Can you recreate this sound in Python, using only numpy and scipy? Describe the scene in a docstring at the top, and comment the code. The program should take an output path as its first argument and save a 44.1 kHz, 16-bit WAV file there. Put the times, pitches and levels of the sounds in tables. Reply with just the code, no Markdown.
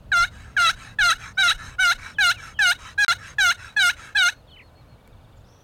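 """A wooden box call is stroked eleven times in a small hide: its chalked lid sticks and slips on the rim.
Each slip is a pulse that rings the box as a yelp; the lid settles with a squeak, and between strokes
it drags back as filtered noise. Low sine thumps are the hand jolting the microphone.
Songbirds are sliding whistles and a trill, over wind rumble and hiss made of coloured noise; a tick clicks.
The sound drops out for an instant in the eighth yelp."""
import sys
import numpy as np
from scipy import signal
from scipy.io import wavfile
from scipy.ndimage import uniform_filter1d

SR = 44100
rng = np.random.default_rng(int(sys.argv[2]) if len(sys.argv) > 2 else 0)


def volts_from_decibels(level):
    """Turn decibel levels (scalar or array-like) into linear amplitude factors."""
    exponent = np.asarray(level, float) / 20
    return 10 ** exponent


def persist_wave(psi):
    """Save psi, clipped to +-1, as 16-bit WAV."""
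    counts = np.round(np.clip(psi, -1, 1) * 32767).astype(np.int16)
    wavfile.write(sys.argv[1], SR, np.atleast_2d(counts).T)


N = 248283  # length in samples


def evened(x):
    """Scales a sound to an rms (average strength) of 1."""
    return x / np.sqrt(np.mean(x ** 2) + 1e-20)


def read(points, hz):
    """Reads a spectrum table on a log-frequency axis, close to how we hear pitch."""
    f, value = np.transpose(points)
    return np.interp(np.log(hz + 1), np.log(f + 1), value)


def add(mix, start, sound):
    """Mixes a sound in at start seconds."""
    part = mix[round(start * SR):][:len(sound)]
    part += sound[:len(part)]


def wander(size, span):
    """Smooth random drift of rms 1: noise averaged twice over span samples."""
    once = uniform_filter1d(rng.standard_normal(size), round(span))
    return evened(uniform_filter1d(once, round(span)))


def coloured(points, patchy_db):
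    """Noise with a given spectrum, whose strength drifts in patches of time and pitch."""
    frames, hz = N // 512 + 5, np.fft.rfftfreq(2048, 1 / SR)
    real, imaginary, patches = rng.standard_normal((frames, 1025, 3)).T
    patches = evened(uniform_filter1d(uniform_filter1d(patches, 8, 0), 5, 1))
    level_db = read(points, hz)[:, None] + patchy_db * patches
    spectrum = (real + 1j * imaginary) * volts_from_decibels(level_db)
    return evened(signal.istft(spectrum, nperseg=2048, noverlap=1536)[1][:N])


# colour of the air hiss: f/Hz, relative level/dB
AIR = [(150, -39.5), (250, -7.5), (330, -10), (354, -12), (500, -6), (1420, -16), (2340, -27),
       (2510, -22.5), (4380, -27.5), (5390, -34), (15800, -38.5)]
# colour of the wind rumble: f/Hz, relative level/dB
RUMBLE = [(12, -62.5), (20, -29), (50, 0), (75, -5), (109, -2), (134, -10), (239, -17), (400, -32.5),
          (520, -60.5), (880, -120)]
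# swell of the rumble: t/s, level/dB
GUSTS = [(0.0, -43), (1.6, -46), (1.68, -40.5), (1.83, -51.5), (2.13, -45.5), (2.6, -48), (4.86, -51.5),
         (5.38, -47.5), (5.63, -54)]
# thin wavering whistles in the hiss: f/Hz, width/Hz, level/dB
FAINT_TONES = [(1497, 40, -79), (6444, 20, -91), (8689, 20, -92)]


def outdoors():
    """Lumpy wind rumble over a smoother hiss, with a few faint tones that waver in strength."""
    t = np.arange(N) / SR
    tones = np.zeros(N)
    for hz, width, db in FAINT_TONES:
        waver = 0.92 + .6 * wander(N, SR / width / 2)
        tones += volts_from_decibels(db) * waver * np.sqrt(2) * np.sin(2 * np.pi * hz * t)
    gust_db = np.interp(t, *np.transpose(GUSTS))
    rumble = volts_from_decibels(gust_db) * coloured(RUMBLE, patchy_db=2.0)
    hiss = volts_from_decibels(-57) * coloured(AIR, patchy_db=1.0)
    return rumble + hiss + tones


# broad colour of the box: f/Hz, relative level/dB
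BOX = [(300, -52), (700, -21.5), (1000, -16), (1500, -4.5), (2200, -16), (3200, -20.5), (4600, -33.5),
       (7400, -32.5), (10400, -43.5), (15500, -54)]
# its resonances and dead spots: f/Hz, width/Hz, level above the broad colour/dB
BOX_MODES = [(1341.4, 166, 10), (1662, 21, 1), (1678, 320, 11), (2225, 170, 8), (2420, 150, -0.5),
             (2678, 266, 9.5), (2770, 56, -12.5), (2900, 270, 5), (3400, 63, 10.5), (3584, 200, -9),
             (3853, 403, 22), (4106, 170, 7), (4486, 323, -8.5), (4620, 496, 10.5), (5480, 140, 13.5),
             (6000, 250, 7.5), (6367, 344, 12), (6900, 300, -2.5), (7670, 100, 2.5), (8530, 410, 6.5),
             (9110, 330, 8), (11800, 500, 2.5), (11380, 230, 5)]


def box_ring(extra=((1, 0), (2, 0)), depth=1):
    """How the box rings after one tap: broad colour times resonances, with no sound before the tap."""
    hz = abs(np.fft.fftfreq(8192, 1 / SR))
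    modes_db = sum(d / (1 + (2 * (hz - f) / w) ** 2) for f, w, d in BOX_MODES)
    db = read(BOX, hz) + read(extra, hz) + depth * modes_db
    # the Hilbert transform gives the minimum phase that belongs to these levels
    spectrum = np.exp(np.conj(signal.hilbert(np.log(volts_from_decibels(db)))))
    return np.fft.ifft(spectrum).real[:2048]


def stroke(start, end, bite_ms, lift_db, chalk_db, rates):
    """Hand motion of one stroke, as rows of t/s, level/dB, slips f/Hz, sharpness/dB, grit/dB."""
    s = np.linspace(start, end, 80)
    since, left, bite = s - start, end - s, bite_ms / 1000
    # loudness climbs from far below until the lid bites, then pressure eases for a moment
    loud_db = -16.5 - 29.5 * np.clip(1 - since / bite, 0, 1) ** 2
    loud_db -= np.exp(-((since - bite - .008) / 0.012) ** 2)
    # it drops as the lid lifts, and dies off at the very end
    loud_db -= 14 * np.clip(1 - left / 0.023, 0, 1) ** 1.35
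    loud_db -= 11.5 * np.exp(-left / 0.0029)
    # a last upward flick of speed as the lid lets go
    hz = np.interp(s, *np.transpose(rates)) + 120 * np.exp(-left / .005)
    # slips start dull and sharpen as pressure builds
    sharp_db = lift_db - 18 * np.exp(-since / 0.024)
    # grit takes over as the lid lifts; a lid slower than 666 slips a second stumbles and grates
    rasp_top_db = -3
    grit_db = chalk_db + (rasp_top_db - chalk_db) * np.exp(-left / .016)
    grit_db += 0.33 * np.maximum(666 - hz, 0)
    return np.transpose([s, loud_db, hz, sharp_db, grit_db])


# extra colour of the chalk grit: f/Hz, level/dB
CHALK = [(500, 0), (1400, -10), (3000, 0), (6000, 10), (12000, 18)]


def yelp(rows):
    """Stick-slip pulses ring the box; grit adds a puff of noise to each slip and makes its timing uneven."""
    ring, chalk = box_ring(), box_ring(CHALK)
    s, loud_db, *columns = np.transpose(rows)
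    t = np.arange(s[0], s[-1], 1 / SR)
    hz, sharp_db, grit_db = (uniform_filter1d(np.interp(t, s, c), 100, mode="nearest") for c in columns)
    uneven = np.minimum(.004 + .1 * volts_from_decibels(grit_db), .018)
    turns = np.cumsum(hz * (1 + uneven * wander(len(t), 30))) / SR  # slips counted so far
    slips = np.zeros(len(t))
    for k in range(1, 27):  # overtones of the slip rate
        treble = np.clip((k * hz - 1750) / 1800, 0, 1) + 0.56 * np.clip((k * hz - 8500) / 5000, 0, 1)
        treble += 0.35 * (k == 1)  # dull slips also lack the lowest tone
        # the contact point moves, so overtones come and go
        shape_db = treble * sharp_db + (1.47 + 2.5 * treble) * wander(len(t), 500)
        # high overtones leave from different parts of the box, out of step
        lag = rng.random() * min(k / 8, 1)
        slips += volts_from_decibels(shape_db) * np.cos(2 * np.pi * (k * turns + lag)) * (k * hz < 16500)
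    puffs = .3 + np.exp(-(turns % 1) / .3)
    grit = puffs * rng.standard_normal(len(t)) * volts_from_decibels(grit_db + 3 + .5 * sharp_db)
    sound = evened(signal.fftconvolve(slips, ring)[:len(t)])
    sound += signal.fftconvolve(grit, chalk)[:len(t)] / np.linalg.norm(chalk)
    # strength is evened out, then follows the loudness rows, not the resonances
    steady = sound / np.sqrt(uniform_filter1d(sound ** 2, 400, mode="mirror") + 1e-9)
    return steady * np.interp(t, s, volts_from_decibels(loud_db)) * signal.windows.tukey(len(t), .03)


# one row a stroke: start t/s, end t/s, time to bite/ms, treble lift of sharp slips/dB, chalk grit/dB
STROKES = [(0.116, 0.259, 4.1, 5, -32), (0.564, 0.718, 5.2, 6, -21), (0.985, 1.142, 5.8, 7, -27),
           (1.37, 1.534, 17, 7.5, -24), (1.782, 1.938, 18.6, 8, -26.5), (2.183, 2.33, 5.2, 9, -32.5),
           (2.588, 2.736, 4.5, 9.5, -30), (2.976, 3.14, 12, 8, -29), (3.382, 3.531, 4.7, 9.5, -32),
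           (3.762, 3.917, 8, 9, -34.5), (4.147, 4.305, 12.7, 8.5, -31)]
# speed of the lid before its last flick, one list a stroke: t/s, slips f/Hz
SLIP_RATES = [
    [(0.116, 860), (0.13, 762), (0.145, 701.6), (0.208, 685.2), (0.236, 705), (0.25, 753), (0.262, 970)],
    [(0.566, 849), (0.586, 714.6), (0.658, 671.7), (0.676, 642), (0.69, 655), (0.698, 734), (0.718, 897)],
    [(0.988, 863), (1.0, 839), (1.03, 719), (1.086, 689), (1.106, 629), (1.118, 680), (1.14, 912)],
    [(1.374, 736), (1.392, 789), (1.422, 759), (1.44, 711.7), (1.476, 694.5), (1.496, 620.3), (1.506, 656),
     (1.532, 967)],
    [(1.79, 715), (1.802, 764.7), (1.82, 760.4), (1.858, 706.4), (1.9, 683.4), (1.916, 726), (1.932, 980)],
    [(2.184, 841), (2.198, 838), (2.24, 726.4), (2.294, 681), (2.31, 730), (2.328, 967)],
    [(2.588, 884), (2.612, 824.5), (2.648, 741.6), (2.676, 707.4), (2.694, 701), (2.712, 726), (2.732, 964)],
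    [(2.979, 797), (3.001, 841.7), (3.037, 809), (3.089, 698.5), (3.105, 675), (3.121, 736), (3.135, 958)],
    [(3.382, 877), (3.398, 824), (3.424, 758), (3.434, 764), (3.45, 723.6), (3.494, 683.7), (3.51, 723),
     (3.528, 976)],
    [(3.763, 848), (3.781, 849), (3.805, 774), (3.821, 767), (3.833, 730), (3.883, 693), (3.895, 727),
     (3.913, 993)],
    [(4.15, 806), (4.168, 869), (4.174, 805), (4.202, 761), (4.238, 706.4), (4.268, 700), (4.282, 722),
     (4.304, 964)],
]


def yelps():
    """The lid is stroked across the rim, once for each row of the table."""
    out = np.zeros(N)
    for row, rates in zip(STROKES, SLIP_RATES):
        controls = stroke(*row, rates)
        add(out, controls[0, 0], yelp(controls))
    return out


def hide(x):
    """Cloth walls give only a very short, weak diffuse tail: sparse, fading random echoes."""
    t = np.arange(SR // 4) / SR
    echoes = rng.standard_normal(len(t)) * (rng.random(len(t)) < .05)
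    tail = echoes * volts_from_decibels(-60 * t / 0.18) * (t > .002)  # falls 60 dB in 0.18 s
    return x + signal.fftconvolve(x, volts_from_decibels(-20) * tail / np.linalg.norm(tail))[:N]


# the hand jolts the microphone during or just after a stroke: t/s, level before the swell and decay/dB
JOLTS = [(0.199, -25), (0.589, -35.5), (0.719, -31.5), (0.999, -23.5), (1.139, -32.5), (1.399, -45.5),
         (1.529, -26.5), (1.809, -29.5), (1.939, -30.5), (2.199, -38), (2.599, -35), (2.999, -36.5),
         (3.399, -31.5), (3.779, -39.5), (4.159, -38)]


def jolts():
    """Soft low thumps: a 30 Hz sine that swells and dies away."""
    out, t = np.zeros(N), np.arange(SR // 10) / SR
    thump = np.sin(2 * np.pi * 30 * t) * np.exp(-t / 0.031) * np.minimum(t / 0.024, 1)
    for s, db in JOLTS:
        add(out, s, volts_from_decibels(db) * thump)
    return out


# the lid settling, timed from the end of each stroke: t/s, level/dB, slips f/Hz, sharpness/dB, grit/dB
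SETTLE = [(-.004, -36, 700, 5, 0), (.006, -45, 705, 8, -4), (.018, -41, 722, 14, -20),
          (.028, -44, 750, 14, -20), (.036, -62, 780, 6, -10)]


def settling():
    """The lid settles after every stroke with a faint gritty squeak, by the same stick and slip."""
    out = np.zeros(N)
    for _, end, *_ in STROKES:
        rows = [(end + s, *rest) for s, *rest in SETTLE]
        add(out, rows[0][0], yelp(rows))
    return out


# the lid sliding back between strokes: start t/s, end t/s, loudest t/s, level/dB
DRAGS = [(0.3, 0.579, 0.38, -47), (0.753, 0.956, 0.83, -40.5), (1.174, 1.335, 1.25, -38),
         (1.57, 1.766, 1.645, -37.5), (1.973, 2.155, 2.06, -38.5), (2.368, 2.549, 2.46, -39),
         (2.777, 2.953, 2.88, -38.5), (3.177, 3.355, 3.29, -40.5), (3.566, 3.755, 3.642, -41.5),
         (3.957, 4.146, 4.035, -40)]
# extra colour of this light return scrape: f/Hz, level/dB
SCRAPE = [(500, -5.5), (1000, 4.5), (1400, -5.5), (2300, 2), (3800, -0.5), (5400, 10), (5950, 5),
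          (6400, 9.5), (12000, 8.5)]


def drags():
    """Light, patchy chalk friction through the same box, in rounded swells softer at both ends."""
    friction, pressure = coloured([(1, 0), (2, 0)], patchy_db=4), np.zeros(N)
    for start, end, top, db in DRAGS:
        t = np.arange(start, end, 1 / SR)
        rise = np.clip((top - t) / (top - start), 0, 1)
        fall = np.clip((t - top) / (end - top), 0, 1)
        swell_db = -9.5 * rise ** 1.8 - 17.5 * fall ** 1.8
        add(pressure, start, volts_from_decibels(db + swell_db) * signal.windows.tukey(len(t), .15))
    rough = friction * volts_from_decibels(wander(N, 120))
    return pressure * evened(signal.fftconvolve(rough, box_ring(SCRAPE, depth=0.78))[:N])


def whistle(shape, db):
    """A bird's near-pure tone: a sine sliding along a shape in pitch and level."""
    s, hz, level_db = np.transpose(shape)
    t = np.arange(0, s[-1], 1 / SR)
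    tone = np.sin(2 * np.pi * np.cumsum(np.interp(t, s, hz)) / SR)
    return np.sqrt(2) * tone * volts_from_decibels(db + np.interp(t, s, level_db)) * signal.windows.tukey(len(t), .1)


def run_of(first, spacing, notes, db):
    """Evenly spaced notes of slightly different strength."""
    return [(first + spacing * k, db + 1.8 * rng.standard_normal()) for k in range(notes)]


# shapes of the bird notes, from each note's start: t/s, f/Hz, level/dB
RISE = [(0, 4230, -10.5), (.015, 4970, -1), (.03, 5600, -2), (.036, 5750, -2)]
SLIDE_IN = [(0, 4040, -9), (.016, 3400, 2.5), (0.039, 2974, 2), (.083, 3030, 4), (.088, 3000, -16)]
DROOP = [(0, 3000, -4), (.008, 2800, -4), (.025, 2400, -2), (.055, 2250, -1)]  # a sagging note
FALL = [(0, 3350, -12), (.01, 3250, -3.5), (0.041, 2900, 2), (.05, 2800, -6.5)]
HELD = [(0, 4390, -11), (.012, 4307, 0.5), (.06, 4305, -0.5), (.09, 3450, -10), (.097, 3290, -21)]
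SLIDE_OUT = [(0, 3110, 0), (.012, 2480, 7.5), (0.021, 2050, 6.5), (.04, 1630, -17)]
PIP = [(0, 2310, -9), (.01, 2280, 4.5), (.035, 2290, 2), (0.046, 2300, -8)]  # a short level note
SHORT = [(0, 3890, -13.5), (.008, 3650, 0), (.016, 3350, -5), (0.021, 3240, -16)]
HOOK = [(0, 7480, -12), (.01, 7450, -5.5), (.02, 6900, 2), (.03, 6000, -12)]
THREAD = [(0, 3450, -8), (.03, 3340, 0), (.08, 3330, -3), (.12, 3300, 0)]  # a thin held note under the last run
# when each is sung: t/s, level added to the shape/dB
RISE_AT = [(1.338, -64), (5.368, -75), (5.436, -70), (5.474, -67)]
SLIDE_IN_AT = [(2.135, -56), (4.467, -61.5), (4.502, -55)]
DROOP_AT = [(2.352, -43.5)]
FALL_AT = [(2.536, -52), (2.565, -49)]
HELD_AT = [(4.34, -66), (4.478, -64), (4.616, -64.5), (4.748, -64.5), (4.879, -68)]
SLIDE_OUT_AT = [(4.555, -59), (4.585, -53), (4.598, -62), (4.607, -60)]
HOOK_AT = [(5.36, -67), (5.394, -72)]
THREAD_AT = [(5.51, -73)]
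# even runs of notes: first t/s, spacing/s, number of notes, level added to the shape/dB
PIP_RUN = (4.7, .069, 10, -75)
SHORT_RUN = (5.003, .0396, 16, -66.5)


def birds():
    """Songbirds: held notes ending in a run, sliding phrases and faint pips, all as whistles."""
    out = np.zeros(N)
    songs = [(RISE, RISE_AT), (SLIDE_IN, SLIDE_IN_AT), (DROOP, DROOP_AT), (FALL, FALL_AT),
             (HELD, HELD_AT), (SLIDE_OUT, SLIDE_OUT_AT), (PIP, run_of(*PIP_RUN)),
             (SHORT, run_of(*SHORT_RUN)), (HOOK, HOOK_AT), (THREAD, THREAD_AT)]
    for shape, notes in songs:
        for s, db in notes:
            add(out, s, whistle(shape, db))
    return out


# a small dry tick: t/s, level/dB
TICKS = [(5.0764, -43)]


def ticks():
    """A tiny burst of noise with a brief 2290 Hz ring."""
    out, t = np.zeros(N), np.arange(SR // 10) / SR
    for s, db in TICKS:
        click = .5 * rng.standard_normal(len(t)) * np.exp(-t / 0.00089)
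        ring = .5 * np.sin(2 * np.pi * 2290 * t) * np.exp(-t / 0.0017)
        add(out, s, volts_from_decibels(db) * (click + ring))
    return out


# the trill and its echo: start t/s, centre f/Hz, first swing/Hz, warble rate f/Hz, level/dB
TRILLS = [(5.471, 5900, 600, 91, -66), (5.507, 6040, 600, 98, -68)]


def trills():
    """A high bird trill: a sine whose pitch warbles less and less while its centre creeps up."""
    out = np.zeros(N)
    for start, hz, swing_hz, rate, db in TRILLS:
        t = np.arange(N - round(start * SR)) / SR
        warble = signal.sawtooth(2 * np.pi * rate * t, .25)  # quick rise, slower fall
        pitch = hz - 300 * np.exp(-t / .04) + swing_hz * np.exp(-t / 0.17) * warble
        level_db = db - 3.1 * warble + 2.5 * wander(len(t), 200)  # fainter when higher
        add(out, start, volts_from_decibels(level_db) * np.sin(2 * np.pi * np.cumsum(pitch) / SR))
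    return out


def scene():
    """The call in the hide and the world outside, heard through one microphone on two equal channels."""
    call = yelps() + settling() + drags()
    mono = hide(call + birds() + trills()) + outdoors() + jolts() + ticks()
    return np.tile(mono, (2, 1))


def band_limit(x):
    """A steep low-pass at the top of the band."""
    return signal.sosfilt(signal.butter(12, 16480, fs=SR, output="sos"), x)


# the dropout, one row: sound breaks t/s, silence t/s, sound returns t/s
DROPOUT = (3.0481, 3.0635, 3.0811)


def record(dry):
    """The signal breaks off, leaves a faint trace, falls silent and snaps back."""
    t = np.arange(N) / SR
    breaks, silent, returns = DROPOUT
    trace = np.where(t < silent, volts_from_decibels(-32.5), 0)
    gate = np.where((t > breaks) & (t < returns), trace, 1)
    return band_limit(dry * gate)


dry = scene()
out = record(dry)
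persist_wave(out)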